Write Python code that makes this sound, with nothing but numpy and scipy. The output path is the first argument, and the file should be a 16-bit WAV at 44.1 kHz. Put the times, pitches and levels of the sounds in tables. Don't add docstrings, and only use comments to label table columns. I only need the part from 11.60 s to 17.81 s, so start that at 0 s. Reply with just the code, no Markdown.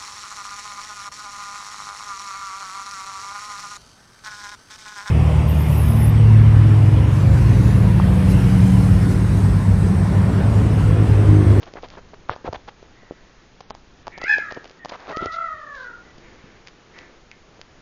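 import sys
import numpy as np
from scipy import signal
from scipy.fft import rfft, irfft, next_fast_len
from scipy.io import wavfile
from scipy.ndimage import map_coordinates

SR = 44100
rng = np.random.default_rng(int(sys.argv[2]) if len(sys.argv) > 2 else 0)


def attenuation_scalar(level_db):
    decades = np.asarray(level_db, float) / 20
    return 10 ** decades


def digitize_waveform(pressure):
    field = np.atleast_2d(pressure).T
    bounded = np.clip(field, -1, 1)
    quanta = np.round(bounded * 32767).astype(np.int16)
    wavfile.write(sys.argv[1], SR, quanta)


N = 274081


def unit(x):
    return x / np.sqrt(np.mean(x ** 2) + 1e-20)


def along(points, hz):
    f, v = np.transpose(points)
    return np.interp(np.log(hz + 1), np.log(f + 1), v)


def curves(rows):
    s, *columns = np.transpose(rows)
    return [np.interp(np.arange(N) / SR, s, column) for column in columns]


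def wobble(rate):
    knots = rng.standard_normal(int(N * rate / SR) + 4)
    return map_coordinates(knots, [np.arange(N) * rate / SR])


def filtered(x, response):
    m = next_fast_len(len(x) + 8192)
    return irfft(rfft(x, m) * response(np.fft.rfftfreq(m, 1 / SR)), m)[:len(x)]


def resonance(centre_hz, width_hz):
    return lambda f: 1j * f * width_hz / (centre_hz ** 2 - f * f + 1j * f * width_hz)


def noise(response):
    return unit(filtered(rng.standard_normal(N), response))


def add(track, s, sound):
    spot = track[round(s * SR):][:len(sound)]
    spot += sound[:len(spot)]


def swell(length, rise):
    return np.sin(np.pi * np.linspace(0, 1, round(length * SR)) ** rise)


def knocks(events, cycles, gain_db):
    out = np.zeros(N)
    t = np.arange(SR // 12) / SR
    for (s, db, hz), luck in zip(events, rng.standard_normal((len(events), 2))):
        u = t * hz / (cycles * attenuation_scalar(luck[0]))
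        envelope = u * np.exp(1 - u)
        add(out, s, np.sign(luck[1]) * attenuation_scalar(db + gain_db) * envelope * np.sin(2 * np.pi * hz * t))
    return out


# (frequency [Hz], density [dB per Hz])
ROOM_TONE = [(12, -46), (20, 6), (57, -8), (150, -2.5), (620, -10.5), (1670, -13.5), (2430, -16),
             (6990, -21.5)]
# (time [s], level [dB])
CLOTH_STIR = [(0, -49.5), (.4, -54.5), (.9, -58.5), (1.3, -53.5), (1.7, -53.5), (2.2, -59.5), (2.8, -47.5),
              (3.3, -52.5), (3.8, -62.5), (4.3, -50.5), (4.8, -48.5), (5.1, -55), (5.4, -46.5),
              (5.7, -57.5), (6.21, -51.5)]


def air():
    stir_db, = curves(CLOTH_STIR)
    hiss = attenuation_scalar(-53.5 + 0.35 * wobble(18)) * noise(lambda f: attenuation_scalar(along(ROOM_TONE, np.minimum(f, 6800))))
    low = attenuation_scalar(stir_db - 4.0 + 1.5 * wobble(11)) * noise(resonance(330, 240))
    mid = attenuation_scalar(stir_db - 8.5 + 0.67 * wobble(11)) * noise(resonance(1300, 870))
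    settling_db = -52 - 1.15 * np.arange(N) / SR
    rumble = attenuation_scalar(settling_db + 2.2 * wobble(2.7)) * noise(resonance(6.1, 37))
    return hiss + low + mid + rumble


# (time [s], length [s], level [dB], body ring [Hz], shell over body [dB])
SKIN_DRAGS = [(0.017, 0.03, -44.5, 673, -5.5), (.064, 0.031, -42, 590, -14),
              (0.155, 0.042, -38.5, 800, -44), (.23, 0.036, -39, 590, -11.5),
              (0.306, 0.056, -46.5, 800, -9), (.369, 0.029, -39, 587, -35), (.537, 0.0097, -38.5, 580, -15),
              (0.687, 0.061, -35, 760, -11.5), (0.843, 0.048, -33.5, 780, -16.5),
              (0.94, 0.026, -32.5, 760, -12), (1.076, 0.023, -36.5, 850, -12),
              (2.905, 0.013, -36, 900, -10.5), (2.963, 0.019, -34.5, 507, -37),
              (3.051, 0.011, -42, 684, -9.5), (3.29, 0.016, -39, 1300, -6),
              (3.31, 0.058, -35.5, 980, -14.5), (3.369, 0.15, -44, 960, -13), (3.477, 0.061, -32, 630, -16),
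              (3.603, 0.075, -38, 510, -9.5), (3.714, 0.054, -46, 2400, 1), (4.131, .16, -60, 2520, 3),
              (5.064, 0.034, -50.5, 2030, -6), (5.357, 0.046, -52, 900, -21)]


def scuffs():
    out = np.zeros(N)
    for s, length, db, hz, bright_db in SKIN_DRAGS:
        shell_hz = 3080 + 0.32 * hz
        shape = swell(length, rise=0.88) ** .5
        n = len(shape)
        grip = np.repeat(rng.standard_normal(n), 40)[:n]
        slips = rng.standard_normal(n) * attenuation_scalar(3.96 * grip)
        body = unit(filtered(slips, lambda f: resonance(hz, 1.2 * hz)(f) / (1 + 1j * f / 2000) ** 2))
        shell = unit(filtered(slips, lambda f: resonance(shell_hz, .5 * shell_hz)(f) ** 2))
        add(out, s, attenuation_scalar(db) * shape * (body + attenuation_scalar(bright_db + 2.5) * shell))
    return out


# (frequency [Hz], time to fall 60 dB [s])
WALL_DECAY = [(300, 0.31), (1500, 0.5), (3000, 0.27), (7000, 0.34)]


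def room(x):
    hz, t, z = signal.stft(rng.standard_normal(SR), SR, nperseg=256)
    decay = attenuation_scalar(-60 * t / along(WALL_DECAY, hz)[:, None])
    tail = signal.istft(z * decay, SR, nperseg=256)[1]
    delayed = np.pad(x, (300, 0))
    return signal.fftconvolve(delayed, tail / np.linalg.norm(tail))[:N]


# (time [s], peak level [dB])
CLAW_TICKS = [(.0219, -37), (.0284, -38), (.0581, -36), (.2236, -36), (.2277, -33.5), (.2862, -32.5),
              (.3026, -28), (.3642, -39), (.381, -41), (.5177, -42), (.7559, -35.5), (2.102, -24.5),
              (2.9139, -39), (2.9458, -30), (2.9488, -33), (3.077, -33.5), (3.0966, -31), (3.1124, -33),
              (3.2852, -30.5), (3.2947, -22), (3.2974, -28), (3.4036, -34.5), (3.5646, -23.5),
              (3.5816, -30.5), (3.6149, -32.5), (4.1528, -33), (4.5844, -38), (5.0835, -29), (.4883, -44),
              (5.3847, -34)]
# (mode [Hz], width [Hz], level [dB])
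SHELL_MODES = [(2270, 490, -7.5), (3120, 200, 6.5), (4870, 550, 0), (6370, 190, 3.5)]


def ticks():
    edges = CLAW_TICKS + [(s, tick_db) for s, _, _, tick_db in HARD_SNAPS + RIM_CLICKS]
    scatter = np.exp(0.19 * rng.standard_normal(len(edges)))
    events = [(s, db, 3730 * spread) for (s, db), spread in zip(edges, scatter)]

    def shell(f):
        response = 0.81
        for k, (hz, width_hz, db) in enumerate(SHELL_MODES):
            response = response + (-1) ** k * attenuation_scalar(db) * resonance(hz, width_hz)(f)
        return response

    return filtered(knocks(events, cycles=0.13, gain_db=4.5), shell)


# (time [s], tap level [dB], ring [Hz], tick level [dB])
HARD_SNAPS = [(0.1375, -29, 480, -27.5), (.7625, -25, 727, -31), (0.928, -21, 800, -29),
              (0.9317, -17.5, 706, -24.5), (1.2279, -32, 485, -41.5), (2.0061, -30, 940, -30.5),
              (2.0092, -31, 770, -31), (2.1062, -19.5, 945, -24), (2.1502, -30.5, 860, -29),
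              (2.4695, -23.5, 880, -24.5), (2.4799, -19.5, 820, -24), (2.578, -27, 800, -26),
              (2.5834, -28, 830, -26.5), (2.6154, -28, 980, -22.5), (2.619, -22, 770, -29.5),
              (2.6395, -21.5, 560, -18), (2.7833, -21.5, 550, -21.5), (2.9229, -23.5, 610, -23),
              (3.0436, -33, 840, -29.5), (3.2485, -24, 850, -23), (3.2507, -28, 855, -29),
              (3.2574, -19.5, 805, -24.5), (3.5707, -18, 430, -19), (3.659, -19, 460, -21),
              (4.581, -40, 420, -36)]
# (time [s], peak level [dB], ring [Hz])
DULL_TAPS = [(0.1559, -26, 550), (0.2331, -25, 610), (0.3757, -33.5, 680), (0.5345, -30.5, 624),
             (0.695, -6, 1110), (0.8464, -24, 367), (0.8771, -18.5, 590), (0.8795, -19.5, 880),
             (0.882, -22, 610), (0.8878, -18.5, 546), (1.4318, -38.5, 450), (1.5096, -19.5, 420),
             (1.5212, -33, 396), (2.1108, -25.5, 830), (2.4734, -22.5, 840), (2.9734, -23, 480),
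             (3.1074, -36, 480), (3.3205, -25, 633), (3.6224, -23.5, 340), (5.9935, -36, 558),
             (5.197, -41, 1800)]


def taps():
    events = DULL_TAPS + [row[:3] for row in HARD_SNAPS]
    return filtered(knocks(events, cycles=0.32, gain_db=2), lambda f: 1 / (1 + 1j * f / 3200) ** 2)


# (time [s], peak level [dB], ring [Hz])
BODY_BUMPS = [(.2, -47, 50), (.35, -52, 60.6), (.5, -50, 39.7), (.698, -29.5, 92), (.87, -33.5, 112),
              (.889, -28, 92), (.963, -39, 54.7), (1.26, -59, 70.4), (3.61, -35.5, 81.7),
              (3.628, -23.5, 330), (3.66, -35, 72.2), (3.94, -44, 90.5), (4.58, -38, 190),
              (4.68, -45, 98.3), (4.84, -41, 165)]


def bumps():
    return knocks(BODY_BUMPS, cycles=0.34, gain_db=2)


# (time [s], length [s], level [dB], pitch [Hz], width [Hz])
WHIMPERS = [
    (1.323, 0.36, -58.5, 1930, 302),
    (1.55, 0.48, -64, 1910, 294),
    (2.5, 0.22, -48.5, 1850, 252),
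    (2.516, 0.17, -46, 2240, 307),
    (3.188, 0.088, -46, 1863, 120),
    (4.431, 0.13, -55, 2000, 150),
    (4.619, 0.14, -54, 1990, 800),
    (4.753, 0.36, -57.5, 1970, 1200),
    (5.33, 0.17, -49.5, 1930, 600),
    (5.712, 0.029, -50, 1990, 800),
]


def peeps():
    out = np.zeros(N)
    for s, length, db, hz, width_hz in WHIMPERS:
        shape = swell(length, rise=0.47)
        fuzz = filtered(rng.standard_normal(len(shape)), lambda f: resonance(hz, width_hz)(f) ** 2)
        add(out, s, attenuation_scalar(db) * shape * unit(fuzz))
    return out


# (frequency [Hz], density [dB per Hz])
HOARSE_AIR = [(600, -60.5), (1200, -7), (2500, 6), (5000, -6), (9000, -3.5)]


def cry(rows, throat, jitter, rough, throb, throb_hz, breath_db):
    pitch, level_db, mouth = curves(rows)
    trembling = pitch * (1 + jitter * (wobble(40) + wobble(160)))
    phase = 2 * np.pi * np.cumsum(trembling) / SR
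    beat = np.sin(2 * np.pi * np.cumsum(throb_hz * (1 + 0.2462 * wobble(30))) / SR)
    tone = np.zeros(N)
    for k in range(1, 12):
        partial_db = level_db + along(throat, k * pitch / mouth) + 4.5
        flutter = 1 + rough * np.sqrt(min(k, 3)) * wobble(240)
        flutter = flutter + (throb * beat if k <= 3 else .5 * rough * wobble(1100))
        tone += attenuation_scalar(partial_db) * unit(flutter) * np.sin(k * phase)
    breath = attenuation_scalar(level_db + breath_db) * noise(lambda f: attenuation_scalar(along(HOARSE_AIR, f)))
    tone += breath * (1 + np.cos(phase)) * (1 + throb * beat)
    t = np.arange(N) / SR
    return tone * np.clip(np.minimum(t - rows[0][0], rows[-1][0] - t) / 0.0023, 0, 1)


# (time [s], pitch [Hz], level [dB], mouth opening [resonance scale])
SQUEAL_PATH = [
    (2.6, 658, -36.5, 0.83),
    (2.645, 690, -27, 1.06),
    (2.672, 800, -30, 0.95),
    (2.692, 859.7, -15, 1.01),
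    (2.732, 830.6, -17.5, .99),
    (2.76, 801, -28.5, 1.04),
    (2.79, 717, -37.5, 0.98),
    (2.85, 651, -36, 0.8),
    (2.96, 572, -43, 0.89),
]
# (frequency [Hz], level [dB])
SQUEAL_MOUTH = [(850, -25.5), (1250, -17), (1700, 0), (2500, -10.5), (3300, -31), (5000, -28),
                (6500, -42.5), (9000, -32.5)]


def squeal():
    return cry(SQUEAL_PATH, SQUEAL_MOUTH, jitter=.009, rough=.33, throb=.85, throb_hz=75, breath_db=-27)


# (time [s], pitch [Hz], level [dB], mouth opening [resonance scale])
MEW_PATH = [
    (3.525, 615, -28, 1.086),
    (3.6, 670.5, -30, 1.02),
    (3.7, 642, -31, 1.056),
    (3.8, 664.3, -29, 1.03),
    (3.9, 642.2, -32, 1.062),
    (4.09, 583, -37.5, 1.01),
    (4.17, 542, -35, 0.99),
    (4.26, 489.2, -38, 1),
    (4.38, 460, -52, 0.98),
]
# (frequency [Hz], level [dB])
MEW_MOUTH = [(480, -12.5), (650, -18.5), (1000, -17), (1350, 3.5), (1900, -13), (2300, -31.5),
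             (4000, -35.5), (8000, -69)]


def mew():
    return cry(MEW_PATH, MEW_MOUTH, jitter=.013, rough=.36, throb=.45, throb_hz=55, breath_db=-29)


# (time [s], peak level [dB], ring [Hz], tick level [dB])
RIM_CLICKS = [
    (5.0726, -36, 1980, -25.5),
    (5.3883, -31.5, 2450, -27),
    (5.7147, -32, 2340, -29),
    (6.0143, -53, 2380, -22.5),
]


def rim():
    return knocks([row[:3] for row in RIM_CLICKS], cycles=1.0, gain_db=3.0)


def scene():
    voice = squeal() + mew() + peeps()
    kitten = attenuation_scalar(-2) * voice + attenuation_scalar(-5) * room(voice)
    hands = scuffs() + ticks() + taps() + bumps() + rim()
    return (kitten + hands + attenuation_scalar(-19.5) * room(hands) + air())[None]


def top_cut(x):
    return signal.sosfilt(signal.butter(12, 8280, fs=SR, output="sos"), x)


# (frequency [Hz], level [dB])
TREBLE_END = [(6800, 0), (7100, -6), (7350, -30), (8250, -30), (8500, -60)]
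# (time [s], length [s], lowest lost [Hz], share lost [0-1])
TREBLE_GAPS = [
    (.7, .05, 5800, .7),
    (2.015, .075, 6300, .8),
    (2.114, .03, 4000, .97),
    (2.43, .035, 4000, .5),
    (2.54, .03, 4000, .5),
    (2.59, .022, 3500, .6),
    (2.645, .02, 5500, .8),
    (3.195, .05, 3800, .55),
]


def record(dry):
    x = filtered(dry[0], lambda f: attenuation_scalar(along(TREBLE_END, f)))
    for s, length, hz, share in TREBLE_GAPS:
        shape = swell(length, rise=1) ** 0.15
        piece = x[round(s * SR):][:len(shape)]
        add(x, s, -share * shape * filtered(piece, lambda f: f > hz))
    return top_cut(x[None])


dry = scene()
out = record(dry)
digitize_waveform(out)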